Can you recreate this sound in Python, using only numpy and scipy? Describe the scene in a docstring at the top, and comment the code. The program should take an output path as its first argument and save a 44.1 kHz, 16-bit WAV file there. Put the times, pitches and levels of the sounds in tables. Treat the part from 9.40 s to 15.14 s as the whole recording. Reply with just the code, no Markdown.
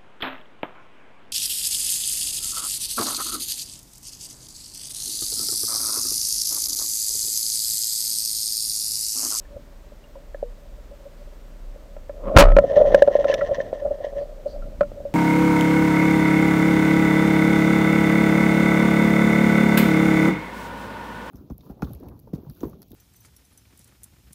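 """Under a river, a sealed camera housing rides on a speargun, its microphone close to the barrel.
The gun fires: the trigger drags, the spear slams along its track and the barrel swings and rattles.
The line then rasps out in jerks, sheds bubbles and clicks, while slack gear knocks on the barrel.
Water gurgles round the housing, whose hollow note is struck by blows and swelled by gulps; the barrel
hums very low. The preamplifier overloads, the gain ducks and the converter clips."""
import sys
import numpy as np
from scipy import signal
from scipy.fft import rfft, irfft, next_fast_len
from scipy.io import wavfile

SR = 44100
rng = np.random.default_rng(int(sys.argv[2]) if len(sys.argv) > 2 else 0)


def log_audio(samples):
    """Write samples as a 16-bit WAV file to the path given in sys.argv[1]."""
    # one column per channel
    frames = np.atleast_2d(samples).T
    # limit to full scale, then quantise
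    limited = np.clip(frames, -1, 1)
    pcm = np.round(limited * 32767).astype(np.int16)
    wavfile.write(sys.argv[1], SR, pcm)


N = 253134
TIME = np.arange(N) / SR

# All levels are taken ahead of the recorder; scene() trims some sources further.
# blows of the spear along its track: start_s, level_db, bright_db, t60_s
SPEAR_BLOWS = [(2.9645, 12, -4, 0.026), (2.9708, 13, 4.5, 0.016), (2.984, 27, -2, 0.068),
               (2.995, 26, 3, 0.091), (3.008, 19.5, -6.5, 0.028)]
# recoil swings of the barrel: start_s, level_db, pitch_hz, t60_s, stop_s (from the start until the grip stops it)
RECOIL_SWINGS = [(2.962, 15, 80.6, 0.058, .1), (2.976, 16.5, 31.77, 0.55, 0.22)]
# drag of the trigger mechanism before it lets go: time_s, level_db
TRIGGER_DRAG = [(2.78, -62.5), (2.84, -38), (2.885, -25.5), (2.925, -40.5), (2.955, -23), (2.975, -60)]
# sharp knocks of gear on the gun: start_s, level_db, bright_db, t60_s
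GEAR_KNOCKS = [(0.945, -24, -22, 0.029), (1.027, -14, -44, 0.025), (2.565, -29.5, -16, 0.022),
               (2.694, -23.5, -17, 0.051), (3.118, -8.5, -13, 0.056), (3.165, 1, -13.5, 0.065),
               (3.185, 4.5, -19, 0.042), (3.544, 6.5, -23.5, 0.03), (3.62, 4, -37, 0.042),
               (3.675, -5, -25, 0.045), (3.682, -3, -45, 0.013), (3.752, -2, -34.5, 0.032),
               (3.788, -12.5, -34, 0.054), (3.842, -15.5, -11.5, 0.047), (3.897, -8.5, -32, 0.066),
               (3.937, -12.5, -16, 0.068), (4.014, -15.5, -15, 0.18), (4.328, -11.5, -31.5, 0.02),
               (4.644, -15.5, -44, 0.024), (4.666, -21.5, -36, 0.033), (5.408, -7, -13.5, 0.075),
               (5.43, -19.5, -18.5, 0.098), (5.516, -26.5, -24.5, 0.018), (5.651, -21, -38, 0.093)]
# housing modes besides its hollow note: pitch_hz, level_db, t60_s
HOUSING_MODES = [(184.4, -2, 0.066), (277, -9.5, 0.086), (1043.7, -5.5, 0.057), (1339, 2, 0.034),
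                 (1720, -5, 0.027), (2358, -11.5, 0.025), (2783, -11.5, 0.0084), (3570, -25, 0.01),
                 (3830, -19, 0.015)]
# jerks of the line: centre_s, level_db, half_length_s
LINE_JERKS = [(3.379, -34.5, 0.019), (3.482, -38.5, 0.05), (3.676, -42, 0.0043), (3.898, -36.5, 0.022),
              (4.088, -47.5, 0.016), (4.21, -47, 0.014), (4.654, -44.5, 0.026), (4.797, -51.5, 0.043)]
# hard clicks of the line's fittings: start_s, level_db
FITTING_CLICKS = [(3.5453, -26), (3.6232, -24), (3.675, -34), (3.846, -27), (3.941, -12.5)]
# single ringing bubbles: start_s, level_db, pitch_hz, t60_s
SINGLE_BUBBLES = [(0.052, -49.5, 1770, 0.042), (0.64, -49.5, 2820, 0.045), (0.754, -41.5, 960, 0.036),
                  (0.945, -38, 1710, 0.025), (1.031, -30.5, 482, 0.18), (3.883, -34.5, 2760, 0.048),
                  (3.903, -31, 2700, 0.028), (3.914, -29.5, 3040, 0.033), (3.927, -23.5, 1717, 0.076),
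                  (4.009, -26, 1920, 0.048), (4.012, -22.5, 1350, 0.031), (4.203, -24.5, 1797, 0.037),
                  (5.222, -41.5, 1360, 0.072), (5.409, -22, 1474, 0.02), (5.431, -31.5, 1390, 0.028)]
# puffs of fine fizz: start_s, level_db, length_s (twice the time to the peak)
FIZZ_PUFFS = [(4.786, -62, 0.053), (5.06, -55.5, 0.076)]
# gulps of water that swell and fade: start_s, level_db, length_s (twice the time scale of the swell)
WATER_GULPS = [(0.104, -40.5, 0.069), (0.162, -30.5, 0.015), (0.52, -41.5, 0.0083), (0.754, -38, 0.023),
               (1.374, -42, 0.024), (1.51, -38.5, 0.028), (1.652, -39, 0.028), (2.359, -37, 0.0085),
               (3.238, -11, 0.014), (3.306, -14, 0.019), (3.363, -6.5, 0.024), (3.408, -11, 0.013),
               (3.449, -14.5, 0.02), (3.47, -11, 0.02), (3.5, -15, 0.017), (3.802, -16.5, 0.012),
               (3.849, -12, 0.019), (3.988, -22, 0.0091), (4.033, -24, 0.014), (4.081, -23, 0.017),
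               (4.108, -12, 0.023), (4.181, -18.5, 0.015), (4.201, -16, 0.0088), (4.415, -24, 0.019),
               (4.447, -14.5, 0.03), (4.506, -16, 0.019), (4.601, -26, 0.036), (4.749, -21.5, 0.066),
               (4.805, -26, 0.03), (5.057, -18.5, 0.021), (5.601, -29.5, 0.011)]
# water moving past the housing, stirred up by the shot and settling: time_s, gurgle_db, rumble_db
WATER_FLOW = [(0.0, -55, -66), (0.17, -57, -46), (0.34, -62, -63), (1.55, -53, -62), (2.2, -58.5, -57.5),
              (2.74, -48.5, -52.5), (2.9, -27.5, -52), (3.08, -21, -17), (3.26, -31, -36),
              (3.38, -13.5, -47), (3.54, -21.5, -34.5), (3.6, -28, -40), (3.95, -22, -42.5),
              (4.3, -36, -46.5), (4.8, -37.5, -58), (4.95, -46, -55), (5.15, -39.5, -46),
              (5.45, -51, -41.5), (5.74, -41.5, -47)]
# sways that set the barrel trembling harder: centre_s, level_db
BARREL_SWAYS = [(1.07, -36), (1.84, -46), (2.26, -37.5), (2.56, -40), (2.9, -33.5), (3.5, -27.5),
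                (4.92, -40.5), (5.22, -34), (5.36, -40)]

# spectrum of the dragging trigger: frequency_hz, level_db (relative, as in all the spectra)
SCRAPE_SPECTRUM = [(60, -18.5), (200, 1.5), (400, -7), (560, 5.5), (750, -21), (1080, -6), (1500, -25.5),
                   (3000, -37), (8000, -67.5)]
# spectrum of the noise in a hard blow: frequency_hz, level_db
CRACK_SPECTRUM = [(80, 0.5), (300, 6), (800, 6), (1700, 0), (3500, -15.5), (6000, -29), (15000, -51.5)]
# spectrum of the rasping line: frequency_hz, level_db
RASP_SPECTRUM = [(300, -18), (800, -8.5), (1050, 14), (1200, -23), (1350, -3.5), (1520, -7.5), (1800, 15),
                 (2350, -9), (3100, -0.5), (4900, -13.5), (6000, -8), (7500, -28.5), (10000, -41),
                 (16000, -40)]
# spectrum of a fitting's click: frequency_hz, level_db
TICK_SPECTRUM = [(800, -13), (2000, 4.5), (3600, 13), (4500, -7.5), (5600, 7), (7500, -14.5), (9500, -23.5),
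                 (15000, -22)]
# spectrum of the fizz: frequency_hz, level_db
SPRAY_SPECTRUM = [(2500, -29), (4100, -10), (4650, 2.5), (5200, -15), (6000, -16), (7500, -32)]
# spectrum of water heard through the hollow housing: frequency_hz, level_db
WATER_SPECTRUM = [(60, -31), (130, -30), (185, -24), (260, -26.5), (340, -23), (440, -14), (520, -8),
                  (570, 2), (625, -6), (720, -17), (900, -34.5), (1400, -40.5), (2500, -83.5)]
# spectrum of the rumble: frequency_hz, level_db
RUMBLE_SPECTRUM = [(60, 6.5), (110, -1.5), (190, -4.5), (280, -4), (420, -20), (900, -64.5)]
# spectrum of river wash and microphone hiss: frequency_hz, level_db
FLOOR_SPECTRUM = [(29, -25), (50, 4.5), (62, -12), (96, -16), (258, -19), (353, -22), (483, -22.5),
                  (586, -26), (822, -28), (884, -27.5), (2620, -37), (8340, -44), (9870, -50),
                  (14900, -44.5), (16000, -56)]

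HOLLOW_HZ, HOLLOW_SCATTER = 564.4, 0.012  # hollow note; share by which it varies from blow to blow
GULP_HZ, GULP_SCATTER = 566.8, 0.026  # pitch of a gulp; share by which it varies
# rattle after the shot: first turn; fall for each doubling of the number of turns
RATTLE_S, RATTLE_DB, RATTLE_FALL_DB = 3.0225, 12, -8
RATTLE_BRIGHT_DB, RATTLE_T60_S = -7, 0.047
HUM_DB, SWAY_S = -42, 0.076  # the barrel's steady tremble; how long a sway takes to build or die down
LINE_START_S, LINE_SLOWS_S, SWARM_END_S = 3.05, 4.15, 5.3  # the last ends the line's bubbles
LINE_DB, LINE_FALL_DB_PER_S = -45, 37.5  # even run of the line; its fall once it slows


def shot():
    """The trigger drags, the steel spear slams along its track and sings, and the barrel swings."""
    dragging = (TIME > TRIGGER_DRAG[0][0]) * (TIME < TRIGGER_DRAG[-1][0])
    out = grains(1000, 2.95, SCRAPE_SPECTRUM) * undb(curve(TRIGGER_DRAG)) * dragging
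    t = TIME[:SR]
    for start_s, level_db, pitch_hz, t60_s, stop_s in RECOIL_SWINGS:
        grip = np.exp(-(t / stop_s) ** 10)
        add(out, start_s, undb(level_db) * ring(t, pitch_hz, t60_s) * grip)
    # the spear's own singing note
    add(out, SPEAR_BLOWS[2][0], undb(-0.5) * ring(t, 1290, 0.28))
    out += knocks(rattle(), modes_db=-6.5, crack_db=-9, crack_t60_s=0.038, rise_s=0.0005, contact_s=0.00096)
    out += knocks(SPEAR_BLOWS, modes_db=-6.0, crack_db=-7.0, crack_t60_s=0.071, rise_s=0.00082,
                  contact_s=0.00081)
    return out


def rattle(count=6):
    """Gear strikes at each half swing of the barrel, ever more softly; gives rows for knocks()."""
    half_swing_s = 0.5 / RECOIL_SWINGS[1][2]
    rows = []
    for k in range(count):
        level_db = RATTLE_DB + RATTLE_FALL_DB * np.log2(k + 1)
        rows.append((RATTLE_S + k * half_swing_s, level_db, RATTLE_BRIGHT_DB, RATTLE_T60_S))
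    return rows


def knocks(table, modes_db, crack_db, crack_t60_s, rise_s, contact_s):
    """Each blow builds up the hollow note; bright ones add more of the other modes and a noisy crack."""
    out, t = np.zeros(N), TIME[:2 ** 14]
    contact = 1 - np.exp(-(t / contact_s) ** 2)  # water cushions the first touch
    for start_s, level_db, bright_db, t60_s in table:
        pitch_hz = HOLLOW_HZ * (1 + HOLLOW_SCATTER * rng.standard_normal())
        hollow = peak(ring(t, pitch_hz, t60_s) * (1 - np.exp(-t / rise_s)))
        detune = 1 + 0.023 * rng.standard_normal(len(HOUSING_MODES))
        shell = np.zeros(len(t))
        for (mode_hz, mode_db, mode_t60_s), shift in zip(HOUSING_MODES, detune):
            shell += undb(mode_db) * ring(t, mode_hz * shift, mode_t60_s)
        crack = colour(rng.standard_normal(len(t)), CRACK_SPECTRUM) * fade(t, crack_t60_s)
        bright = undb(modes_db) * shell + undb(crack_db) * crack
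        add(out, start_s, undb(level_db) * contact * (hollow + undb(bright_db) * bright))
    return out


def line(gain_db, uneven_db, click_db, click_t60_s):
    """The line rasps over the barrel in jerks, and its fittings click."""
    out = grains(900, 2.2, RASP_SPECTRUM) * line_pull() * undb(gain_db + uneven_db * walk(60))
    t = TIME[:2 ** 11]
    for start_s, level_db in FITTING_CLICKS:
        tick = colour(rng.standard_normal(len(t)), TICK_SPECTRUM) * fade(t, click_t60_s)
        add(out, start_s, undb(level_db + click_db) * peak(tick))
    return out


def line_pull():
    """Gain of the running line: it holds, then dies away as the spear slows; jerks ride on top."""
    running = np.interp(TIME, [LINE_START_S - 0.1, LINE_START_S], [0, 1])
    even = undb(LINE_DB - LINE_FALL_DB_PER_S * np.maximum(TIME - LINE_SLOWS_S, 0))
    return running * even + sum(surge(*row) for row in LINE_JERKS)


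def bubbles(swarm_db, spread_db, swarm_t60_s, count):
    """Single bubbles ring, the running line sheds a swarm, and puffs of noise fizz."""
    out, pull = np.zeros(N), line_pull()
    for start_s, level_db, pitch_hz, t60_s in SINGLE_BUBBLES:
        add(out, start_s, undb(level_db) * bubble(pitch_hz, t60_s, glide=0.018))
    for when, size, strength in rng.random((count, 3)):
        start_s = LINE_START_S + when * (SWARM_END_S - LINE_START_S)
        level_db = swarm_db + spread_db * (strength - 1) - 7 * size  # higher bubbles are softer
        gain = pull[int(start_s * SR)] * undb(level_db)
        add(out, start_s, gain * bubble(750 * 5 ** size, swarm_t60_s, glide=0.21))
    for start_s, level_db, length_s in FIZZ_PUFFS:
        age = TIME[:2 ** 14] / (length_s / 2)
        swell = peak(age ** 2 * np.exp(-2 * age))
        add(out, start_s, undb(level_db) * swell * colour(rng.standard_normal(len(age)), SPRAY_SPECTRUM))
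    return out


def bubble(pitch_hz, t60_s, glide):
    """A small bubble rings as it pinches off, its pitch climbing by the share glide in each t60."""
    t = TIME[:2 ** 13]
    phase = 2 * np.pi * pitch_hz * t * (1 + glide * t / t60_s / 2)
    onset = 1 - np.exp(-(t / 0.00075) ** 2)
    return peak(np.sin(phase) * fade(t, t60_s) * onset)


def gulps(gain_db, churn_db, rumble_db):
    """Pockets of water swell the hollow note, each at a slightly different, rising pitch."""
    out, t = np.zeros(N), TIME[:2 ** 13]
    for start_s, level_db, length_s in WATER_GULPS:
        pitch_hz = GULP_HZ * (1 + GULP_SCATTER * rng.standard_normal())
        age = t / (length_s / 2)
        rising_hz = pitch_hz * (1 + 0.018 * (np.minimum(age, 3) - 1))
        note = np.sin(2 * np.pi * np.cumsum(rising_hz) / SR)
        churn = undb(churn_db) * colour(rng.standard_normal(len(t)), WATER_SPECTRUM)
        rumble = undb(rumble_db) * colour(rng.standard_normal(len(t)), RUMBLE_SPECTRUM)
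        swell = age ** 1.43 * np.exp(-1.7 * age)
        add(out, start_s, undb(level_db + gain_db) * peak(swell * (note + churn + rumble)))
    return out


def gurgle(gain_db, lumps_db, rumble_db):
    """Small eddies patter on the housing in uneven lumps; large ones rumble."""
    patter_db = curve(WATER_FLOW) + gain_db + lumps_db * walk(42)
    patter = grains(500, 2.6, WATER_SPECTRUM) * undb(patter_db)
    rumble = grains(400, 1.7, RUMBLE_SPECTRUM) * undb(curve(WATER_FLOW, column=2) + rumble_db)
    return patter + rumble


def hum(pitch_hz, wander, flutter_db):
    """The current keeps the barrel trembling at its lowest mode, harder at each sway."""
    phase = 2 * np.pi * np.cumsum(pitch_hz * (1 + wander * walk(20))) / SR
    strength = undb(HUM_DB) + sum(surge(start_s, level_db, SWAY_S) for start_s, level_db in BARREL_SWAYS)
    return np.sqrt(2) * np.sin(phase) * strength * undb(flutter_db * walk(16))


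def floor(level_db):
    """Even wash of the river and hiss of the microphone: shaped noise at an almost steady level."""
    noise = colour(rng.standard_normal(next_fast_len(N)), FLOOR_SPECTRUM)[:N]
    return undb(level_db + 0.5 * walk(1.1)) * noise


def undb(db):
    """Decibels to gain."""
    return 10 ** (np.asarray(db) / 20)


def curve(table, column=1):
    """One column of a table, joined by straight lines in time."""
    rows = np.array(table)
    return np.interp(TIME, rows[:, 0], rows[:, column])


def colour(x, spectrum):
    """Shape x to a spectrum, rolled off below its first point, at rms 1."""
    hz, db = np.transpose(spectrum)
    bins_hz = np.maximum(np.arange(len(x) // 2 + 1) * SR / len(x), 1)
    gain = undb(np.interp(np.log(bins_hz), np.log(hz), db))
    gain *= np.minimum(bins_hz / hz[0], 1) ** 2
    y = irfft(rfft(x) * gain, len(x))
    return y / np.std(y)


def peak(x):
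    """Scale to a peak of 1."""
    return x / np.abs(x).max()


def fade(t, t60_s):
    """Exponential decay, down 60 dB after t60_s."""
    return np.exp(-np.log(1000) * t / t60_s)


def ring(t, pitch_hz, t60_s):
    """One struck mode: a decaying sine."""
    return np.sin(2 * np.pi * pitch_hz * t) * fade(t, t60_s)


def add(out, start_s, x):
    """Mix x in at start_s."""
    i = int(start_s * SR)
    out[i:i + len(x)] += x[:N - i]


def walk(rate_hz):
    """Slow random wander: random points joined by straight lines."""
    step = int(SR / rate_hz)
    points = rng.standard_normal(N // step + 2)
    return np.interp(np.arange(N) / step, np.arange(len(points)), points)


def grains(rate_hz, spread_db, spectrum):
    """Dense tiny impacts of uneven size, coloured by what they strike."""
    size = next_fast_len(N)
    hits = (rng.random(size) < rate_hz / SR) * rng.choice([-1, 1], size)
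    strength_db = spread_db * np.minimum(rng.exponential(size=size), 4)
    return colour(hits * undb(strength_db), spectrum)[:N]


def surge(centre_s, level_db, half_length_s):
    """A smooth rise and fall of gain round centre_s."""
    return undb(level_db) * np.exp(-((TIME - centre_s) / half_length_s) ** 2)


def scene():
    """Everything reaches one microphone through the housing."""
    gear = knocks(GEAR_KNOCKS, modes_db=0.5, crack_db=8.5, crack_t60_s=0.016, rise_s=0.0028,
                  contact_s=0.0016)
    running_line = line(gain_db=-3.0, uneven_db=5.0, click_db=-5.0, click_t60_s=0.027)
    running_line += bubbles(swarm_db=3.0, spread_db=20.5, swarm_t60_s=0.016, count=420)
    water = gurgle(gain_db=-0.5, lumps_db=3.0, rumble_db=-0.5)
    water += gulps(gain_db=2.5, churn_db=-7.5, rumble_db=-22.5)
    barrel = hum(pitch_hz=31.5, wander=0.054, flutter_db=3.5)
    return (shot() + gear + running_line + water + barrel + floor(level_db=-47.5))[None]


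def gain_control(x, top, attack_s, release_s):
    """Turns down while the smoothed level stays above top, and recovers more slowly."""
    block = 32  # samples
    level = np.abs(x[:N // block * block]).reshape(-1, block).mean(axis=1)
    held, follower = np.empty(len(level)), 0
    for i, now in enumerate(level):
        response_s = attack_s if now > follower else release_s
        follower += (now - follower) * min(block / SR / response_s, 1)
        held[i] = follower
    gain = top / np.maximum(held, top)
    return x * np.interp(np.arange(N), np.arange(len(held)) * block, gain)


def record(dry):
    """The preamplifier saturates, its coupling lets flat tops droop, the gain ducks, the converter clips."""
    rail = 1.45
    coupling = signal.butter(1, 17, "high", fs=SR, output="sos")
    x = signal.sosfilt(coupling, np.clip(dry[0], -rail, rail))
    x = gain_control(x, top=0.53, attack_s=0.0075, release_s=0.043)
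    top_limit = signal.ellip(8, 0.2, 70, 15900, fs=SR, output="sos")  # low-pass, edge in Hz
    return signal.sosfilt(top_limit, np.clip(x, -1, 1))[None]


dry = scene()
out = record(dry)
log_audio(out)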